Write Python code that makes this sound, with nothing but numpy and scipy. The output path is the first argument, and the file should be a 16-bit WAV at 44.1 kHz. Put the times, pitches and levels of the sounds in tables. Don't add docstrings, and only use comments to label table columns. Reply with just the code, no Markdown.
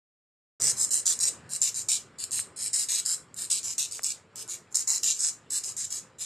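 import sys
import numpy as np
from scipy import signal
from scipy.fft import rfft, irfft, next_fast_len
from scipy.io import wavfile
from scipy.ndimage import uniform_filter1d, minimum_filter1d, map_coordinates

SR = 44100
rng = np.random.default_rng(int(sys.argv[2]) if len(sys.argv) > 2 else 0)


def unload_wav(signal):
    wavfile.write(
        sys.argv[1],
        SR,
        np.round(np.clip(np.atleast_2d(signal).T, -1, 1) * 32767).astype(np.int16),
    )


def volts_from_db(level):
    exponent = np.asarray(level, float) / 20
    return 10 ** exponent


N = 275625

# start in seconds, length in seconds,
# rasp level half way in dB, its trend from start to end in dB, file body against rasp in dB.
PUSHES = [(.905, 0.1, -29, -5, -23), (1.055, 0.087, -26.5, -5.5, -21.5), (1.2, 0.096, -27, -3, -23),
          (1.615, 0.083, -26.5, -7, -19), (1.885, 0.093, -27.5, -11.5, -14.5),
          (2.315, 0.1, -31, -5.5, -19.5), (2.73, 0.12, -28, -9.5, -23.5), (3.05, .1, -28, -3.5, -26),
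          (3.5, 0.097, -30.5, -10, -14), (3.78, 0.082, -29, -14, -13.5), (3.91, 0.085, -38, -10, -15.5),
          (4.044, 0.082, -33.5, -12, -15), (4.743, 0.088, -30.5, -12, -24.5), (4.873, 0.11, -26.5, -3, -25),
          (5.03, 0.098, -25.5, 0, -14), (5.135, 0.052, -41.5, 6, -21), (5.19, .11, -28.5, -2.5, -24),
          (5.635, 0.092, -37, -12.5, -18.5), (5.765, 0.091, -32.5, -0.5, -22)]
PULLS = [(0.599, 0.12, -27.5, 6.5, -23), (0.759, .095, -29.5, 13.5, -28), (1.49, 0.079, -34.5, 11, -21.5),
         (1.742, 0.085, -31.5, -5, -24), (2.184, 0.068, -37.5, -3, -12.5), (2.561, 0.12, -32.5, 8.5, -19.5),
         (2.885, 0.12, -27.5, -1, -13), (3.362, 0.1, -34.5, 1.5, -19.5), (3.629, 0.11, -34, -2.5, -18),
         (4.355, 0.082, -39, -1, -15), (4.483, 0.077, -36, -1.5, -17), (4.705, 0.029, -53.5, 19, -33.5),
         (5.502, 0.088, -29, 1, -21.5), (5.902, .1, -35.5, -8, -20), (6.185, 0.072, -37, 2, -15)]
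PUSH = dict(creep_db=-0.5, lift_db=2.5, landing_db=8.5, grows_db=8.5, drone_db=-26, drone_per_body=-0.43)
PULL = dict(creep_db=2.5, lift_db=4.5, landing_db=4.5, grows_db=4.5, drone_db=-24, drone_per_body=0)
REBITE_S, REBITE_DB = 0.007, -6.5
# time in seconds, share of contact on the free edge from 0 to 1.
EDGE_CONTACT = [(.6, 0.4), (.95, 0.62), (1.25, 0.38), (1.53, 0.82), (1.66, 0.17), (1.95, .3), (2.2, 0.88),
                (2.8, 0.79), (2.92, 0.24), (3.1, 0.81), (3.45, 0.84), (3.67, 0.23), (4.1, 0.31),
                (4.4, 0.32), (5.1, 0.09), (5.56, 0.48), (5.8, 0.06), (6.2, 0.46)]
# time in seconds, peak level in dB.
CATCHES = [(0.62, -9.5), (0.6702, -13), (0.8155, -29), (1.0655, -7), (1.0774, -7.5), (1.2132, -7.5),
           (1.5342, -17.5), (1.5506, -19.5), (1.7716, -19), (1.8916, -12), (1.9174, -7), (2.2087, -25.5),
           (2.2394, -14.5), (2.333, -16), (2.351, -23), (2.3998, -15), (2.591, -21), (3.0979, -9.5),
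           (3.4204, -18.5), (4.0437, -9), (4.0622, -22.5), (4.515, -23), (4.7557, -8), (4.9038, -11),
           (5.042, -7), (5.0854, -19), (5.0904, -23), (5.2468, -7), (5.7917, -17.5), (5.925, -17.5),
           (.892, -22.5), (1.19, -19), (1.607, -25), (2.309, -25), (2.576, -28), (3.343, -26), (3.51, -22.5),
          (3.796, -16), (4.022, -28.5), (4.033, -15), (4.038, -16.5), (4.478, -25), (4.541, -21),
          (5.023, -33), (5.034, -8), (5.043, -6.5), (5.586, -14), (6.219, -27), (3.504, -13.5),
          (3.781, -15), (.935, -11.5), (1.057, -23), (4.358, -21), (4.878, -13.5), (5.507, -22),
          (5.639, -18.5), (5.767, -24), (5.905, -25.5)]
CATCH_DB = -1.5

# frequency in Hz, level in dB per Hz.
FLAT_TONE = [(2060, -27), (3500, -50), (3940, -24.5), (4380, -27.5), (5150, -9), (6260, -3.5), (6770, -0.5),
             (7230, 1.5), (9350, -23), (11200, -20.5), (13300, -26.5)]
# frequency in Hz, level in dB per Hz.
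EDGE_TONE = [(2060, -25.5), (3500, -44), (4020, -9.5), (4350, -20), (4600, -14.5), (5380, -10.5),
             (5980, -52.5), (7000, -9), (7870, -1.5), (8320, 1), (10400, -17), (12400, -24), (13300, -25)]
# frequency in Hz, level in dB per Hz.
BODY_TONE = [(1260, -32), (2150, -13), (2330, -0.5), (2520, -9), (2790, -4.5), (3220, -6.5), (3700, -2.5),
             (4810, -7.5), (8140, -120)]
# frequency in Hz, level in dB per Hz.
FINGER_TONE = [(470, -36), (800, -14), (904, -9), (1570, -9), (1710, -5), (2200, -4.5), (2860, -26),
               (4840, -120)]
# frequency in Hz, level in dB per Hz.
FIZZ_TONE = [(8000, -37), (10000, -3), (13300, -4), (14500, -5)]
FIZZ_DB, FIZZ_PER_DB = -27, -1.1

# time in seconds, peak in dB, pitch in Hz, rebound against peak in dB.
TICKS = [
    (1.8903, -40.5, 860, -14),
    (2.393, -24.5, 1980, -22),
    (3.9936, -26, 1800, -8.5),
]

# time in seconds, level in dB.
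TRAFFIC = [(0.62, -48), (1.01, -62), (1.47, -52), (1.56, -60), (2.5, -59), (3.05, -64), (3.28, -60.5),
           (3.71, -63.5), (4.71, -61.5), (4.74, -63), (6.23, -61.5), (6.25, -66)]
# frequency in Hz, level in dB per Hz.
RUMBLE_TONE = [(15, -59.5), (25, -28.5), (43, -15.5), (93, -1), (113, 1), (260, -9.5), (340, -42),
               (570, -120)]
# frequency in Hz, level in dB per Hz.
AIR_TONE = [(120, -16.5), (200, -9.5), (321, -4), (439, -3), (754, -10.5), (1270, -6.5), (1570, -9.5),
            (3000, -18), (5720, -26.5), (6130, -38), (7180, -21.5), (13000, -51.5)]
AIR_DB, AIR_FOLLOWS = -61, 0.42
SETTLE_DB, SETTLE_S = 6.5, 0.57
# start in seconds, end in seconds, pitch in Hz, level in dB.
HORNS = [
    (3.92, 4.1, 443, -69),
    (4.22, 4.5, 443, -66),
    (4.4, 4.62, 350, -68),
    (6.0, 6.25, 523, -68),
    (1.33, 1.55, 212, -67),
]

# frequency in Hz, time to fall by 60 dB in seconds.
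SHOP_DECAY = [(1000, 0.32), (4000, 0.21), (8000, 0.21), (13000, 0.17)]
# frequency in Hz, side against middle in dB.
WIDTH = [(4100, -45), (4500, -2), (6000, -2), (8000, -2), (10500, -6), (13000, -10)]
WIDTH_DB = 0.4
START = 0.597
TOP_HZ = 13100


def rasp():
    touch, level_db, body_db, drone_db, bites = hand()
    rubbing = grit(chatter_hz=190, scatter_db=3, size_db=2.2, burst_s=0.0008, share=0.6)
    force = touch * volts_from_db(level_db - 1.09) * rubbing

    bites += [(s, db + CATCH_DB) for s, db in CATCHES]
    fade = volts_from_db(-60 * np.arange(400) / SR / 0.0051)
    for s, db in bites:
        bite = fade * rng.standard_normal(400)
        force[round(s * SR):][:400] += volts_from_db(db) * bite / np.abs(bite).max()

    edge, = curves(EDGE_CONTACT)
    edge = np.clip(edge, 0, 1)
    nail = coloured(force * np.sqrt(1 - edge), FLAT_TONE)
    nail += coloured(force * np.sqrt(edge), EDGE_TONE)
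    fizz_db = FIZZ_DB + FIZZ_PER_DB * np.clip(level_db + 32.5, -9, 9)
    nail += coloured(force * volts_from_db(fizz_db), FIZZ_TONE)
    nail = above(nail * volts_from_db(-2.5), edge_hz=3600, slope_hz=45)

    body = above(coloured(force * volts_from_db(body_db), BODY_TONE), edge_hz=2253, slope_hz=86)
    drone = coloured(force * volts_from_db(drone_db - 4), FINGER_TONE)
    drone -= above(drone, edge_hz=2270)
    return nail + body + drone


def hand():
    t, touch, bites = np.arange(N) / SR, np.zeros(N), []
    level_db, body_db, drone_db = np.full((3, N), -60.0)
    for strokes, way in ((PUSHES, PUSH), (PULLS, PULL)):
        for s, length, db, trend_db, load_db in strokes:
            span = slice(round((s - 0.003) * SR), round((s + length + 0.01) * SR))
            since = np.clip(t[span] - s, 0, 1)
            half = np.clip(since / length, 0, 1) - 0.5

            lands = (since > 0) * (1 - 0.7 * np.exp(-since / 0.012))
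            lifts = np.clip((length + 0.004 - since) / 0.008, 0, 1)
            touch[span] += lands * lifts

            sag_db = np.where(half < 0, way["creep_db"], way["lift_db"])
            level_db[span] = db + trend_db * half - sag_db * (2 * half) ** 2
            body_db[span] = load_db + way["grows_db"] * half
            drone_db[span] = way["drone_db"] + way["drone_per_body"] * (load_db + 19)

            first_db = db - trend_db / 2 + way["landing_db"]
            bites.append((s + 0.0022, first_db))
            bites.append((s + 0.002 + REBITE_S, first_db + REBITE_DB))
    return uniform_filter1d(touch, size=90), level_db, body_db, drone_db, bites


def grit(chatter_hz, scatter_db, size_db, burst_s, share):
    phase = np.cumsum(chatter_hz * volts_from_db(scatter_db * wobble(60))) / SR
    slips = np.diff(np.floor(phase), prepend=0) * volts_from_db(size_db * wobble(300))
    bursts = signal.lfilter([1], [1, -np.exp(-1 / (burst_s * SR))], slips)
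    bursts = unit(bursts * rng.standard_normal(N))
    hiss = unit(volts_from_db(0.47 * wobble(120)) * rng.standard_normal(N))
    return np.sqrt(1 - share) * hiss + np.sqrt(share) * bursts


def ticks():
    def cycle(turns):
        return -np.cos(2 * np.pi * turns) * np.exp(-(turns / 0.62) ** 2)

    out, t = np.zeros(N), np.arange(-200, 400) / SR
    for s, db, hz, rebound_db in TICKS:
        tick = cycle(hz * t) + volts_from_db(rebound_db) * cycle(850 * (t - 0.0016))
        out[round(s * SR) - 200:][:len(t)] += volts_from_db(db) * tick
    return out


def echo(x, t60s, delay_s, length):
    out = np.zeros((2, N + 2 * length))
    cuts = [round(stroke[0] * SR) - 200 for stroke in sorted(PUSHES + PULLS)] + [N]
    for a, b in zip(cuts, cuts[1:]):
        hz, t, z = signal.stft(rng.standard_normal((2, length)), SR, nperseg=128)
        fade = volts_from_db(-60 * t / along(t60s, hz)[:, None])
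        tail = signal.istft(z * fade, SR, nperseg=128)[1][:, :length]
        tail /= np.linalg.norm(tail, axis=1, keepdims=True)
        wet = signal.fftconvolve(x[None, a:b], tail, axes=1)
        out[:, a + round(delay_s * SR):][:, :wet.shape[1]] += wet
    return out[:, :N]


def street():
    t = np.arange(N) / SR
    rumble_db, = curves(TRAFFIC)
    settle_db = SETTLE_DB * np.exp(-np.clip(t - START, 0, None) / SETTLE_S)
    air_db = AIR_DB + AIR_FOLLOWS * (rumble_db - np.median(rumble_db)) + settle_db

    rumble = above(hush(RUMBLE_TONE, patchy_db=2), edge_hz=68, slope_hz=5.9)
    out = volts_from_db(rumble_db - 1.5 + 1.6 * wobble(8.3)) * rumble
    out += volts_from_db(air_db + 1.5 + wobble(10)) * hush(AIR_TONE, patchy_db=2)
    for start, end, hz, db in HORNS:
        swell = np.clip(np.minimum(t - start, end - t) / 0.05, 0, 1)
        swell = swell * volts_from_db(db + 3.5 + 2 * wobble(9))
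        turn = 2 * np.pi * hz * t + 0.4 * wobble(14)
        out += swell * (np.sin(turn) + volts_from_db(-23) * np.sin(2 * turn))
    return out


def hush(spectrum, patchy_db):
    return unit(coloured(patched(rng.standard_normal(N), patchy_db, 4, 8), spectrum))


def patched(x, patchy_db, bins, frames):
    z = signal.stft(x, nperseg=512)[2]
    field = uniform_filter1d(rng.standard_normal(z.shape), bins, 0)
    field = uniform_filter1d(field, frames, 1)
    return signal.istft(z * volts_from_db(patchy_db * unit(field)), nperseg=512)[1][:N]


def unit(x):
    return x / np.sqrt(np.mean(x ** 2) + 1e-20)


def along(points, hz):
    f, v = np.transpose(points)
    return np.interp(np.log(hz + 1), np.log(f + 1), v)


def curves(rows):
    s, *cols = np.transpose(rows)
    return [np.interp(np.arange(N) / SR, s, c) for c in cols]


def wobble(rate):
    knots = rng.standard_normal(int(N * rate / SR) + 4)
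    return map_coordinates(knots, [np.arange(N) * rate / SR])


def filtered(x, response):
    m = next_fast_len(N + SR // 2)
    return irfft(rfft(x, m) * response(np.fft.rfftfreq(m, 1 / SR)), m)[..., :N]


def coloured(x, spectrum):
    def gain(hz):
        return volts_from_db(along(spectrum, hz))

    power = np.mean(gain(np.linspace(0, SR / 2, 4096)) ** 2)
    return filtered(x, gain) / np.sqrt(power)


def above(x, edge_hz, slope_hz=60):
    return filtered(x, lambda hz: 1 / (1 + np.exp(np.clip((edge_hz - hz) / slope_hz, -50, 50))))


def scene():
    near = rasp()
    table = echo(near, [(1000, 0.011)], delay_s=0.0003, length=SR // 40)
    shop = echo(near, SHOP_DECAY, delay_s=0.004, length=SR // 3)
    mid = near + volts_from_db(-0.5) * table[0] + volts_from_db(-4.5) * shop[0] + ticks() + street()
    side = filtered(table[1] + volts_from_db(-7) * shop[1], lambda hz: volts_from_db(along(WIDTH, hz) + WIDTH_DB))
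    return np.array([mid + side, mid - side])


def thinned(pair, mask_db, hole_db):
    both = np.array([pair[0] + pair[1], pair[0] - pair[1]]) / 2
    hz, _, (mid, side) = signal.stft(both, SR, nperseg=1024)
    hz = hz[:, None]
    power = uniform_filter1d(uniform_filter1d(np.abs(mid) ** 2, 7, 1), 3, 0) + 1e-14

    band = uniform_filter1d(power, 36, 0)
    no_attack = band < 3 * np.roll(band, 3, axis=1)
    no_tail = band > 0.1 * -minimum_filter1d(-band, 25, 1)
    in_steady, elsewhere = tiles(side.shape, 36, 5, 0.47), tiles(side.shape, 36, 7, 0.28)
    side = side * np.where(no_attack & no_tail, in_steady, elsewhere)

    upper = np.roll(uniform_filter1d(power, 6, 0), -6, axis=0)
    masked = (upper > power * volts_from_db(2 * mask_db)) & (np.abs(hz - 2800) < 1100)
    thin_top = tiles(mid.shape, 4, 9, 0.16) & (hz > 11200)
    mid = mid * np.where(masked | thin_top, volts_from_db(hole_db), 1)
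    mid, side = signal.istft(np.array([mid, side]), SR, nperseg=1024)[1][:, :N]
    return np.array([mid + side, mid - side])


def tiles(shape, band_bins, frames, share):
    bands = rng.standard_normal((shape[0] // band_bins + 1, shape[1]))
    field = unit(uniform_filter1d(uniform_filter1d(bands, frames, 1), 3, 0))
    chosen = field > np.quantile(field, 1 - share)
    return np.repeat(chosen, band_bins, axis=0)[:shape[0]]


def top_cut(x):
    return signal.sosfilt(signal.butter(12, 14370, fs=SR, output="sos"), x)


def record(dry):
    on = np.clip((np.arange(N) / SR - START) / 0.003, 0, 1)
    top = above(dry, TOP_HZ, slope_hz=25)
    power = np.mean(top ** 2, axis=0)
    attack = uniform_filter1d(power, 200) / (np.abs(uniform_filter1d(power, 1500)) + 1e-11)
    gate = uniform_filter1d(np.clip(attack - 2.6, 0, 1), 300)
    limited = dry - top * (1 - volts_from_db(-6) * gate)
    return top_cut(thinned(limited, mask_db=7.5, hole_db=-16) * on)


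dry = scene()
out = record(dry)
unload_wav(out)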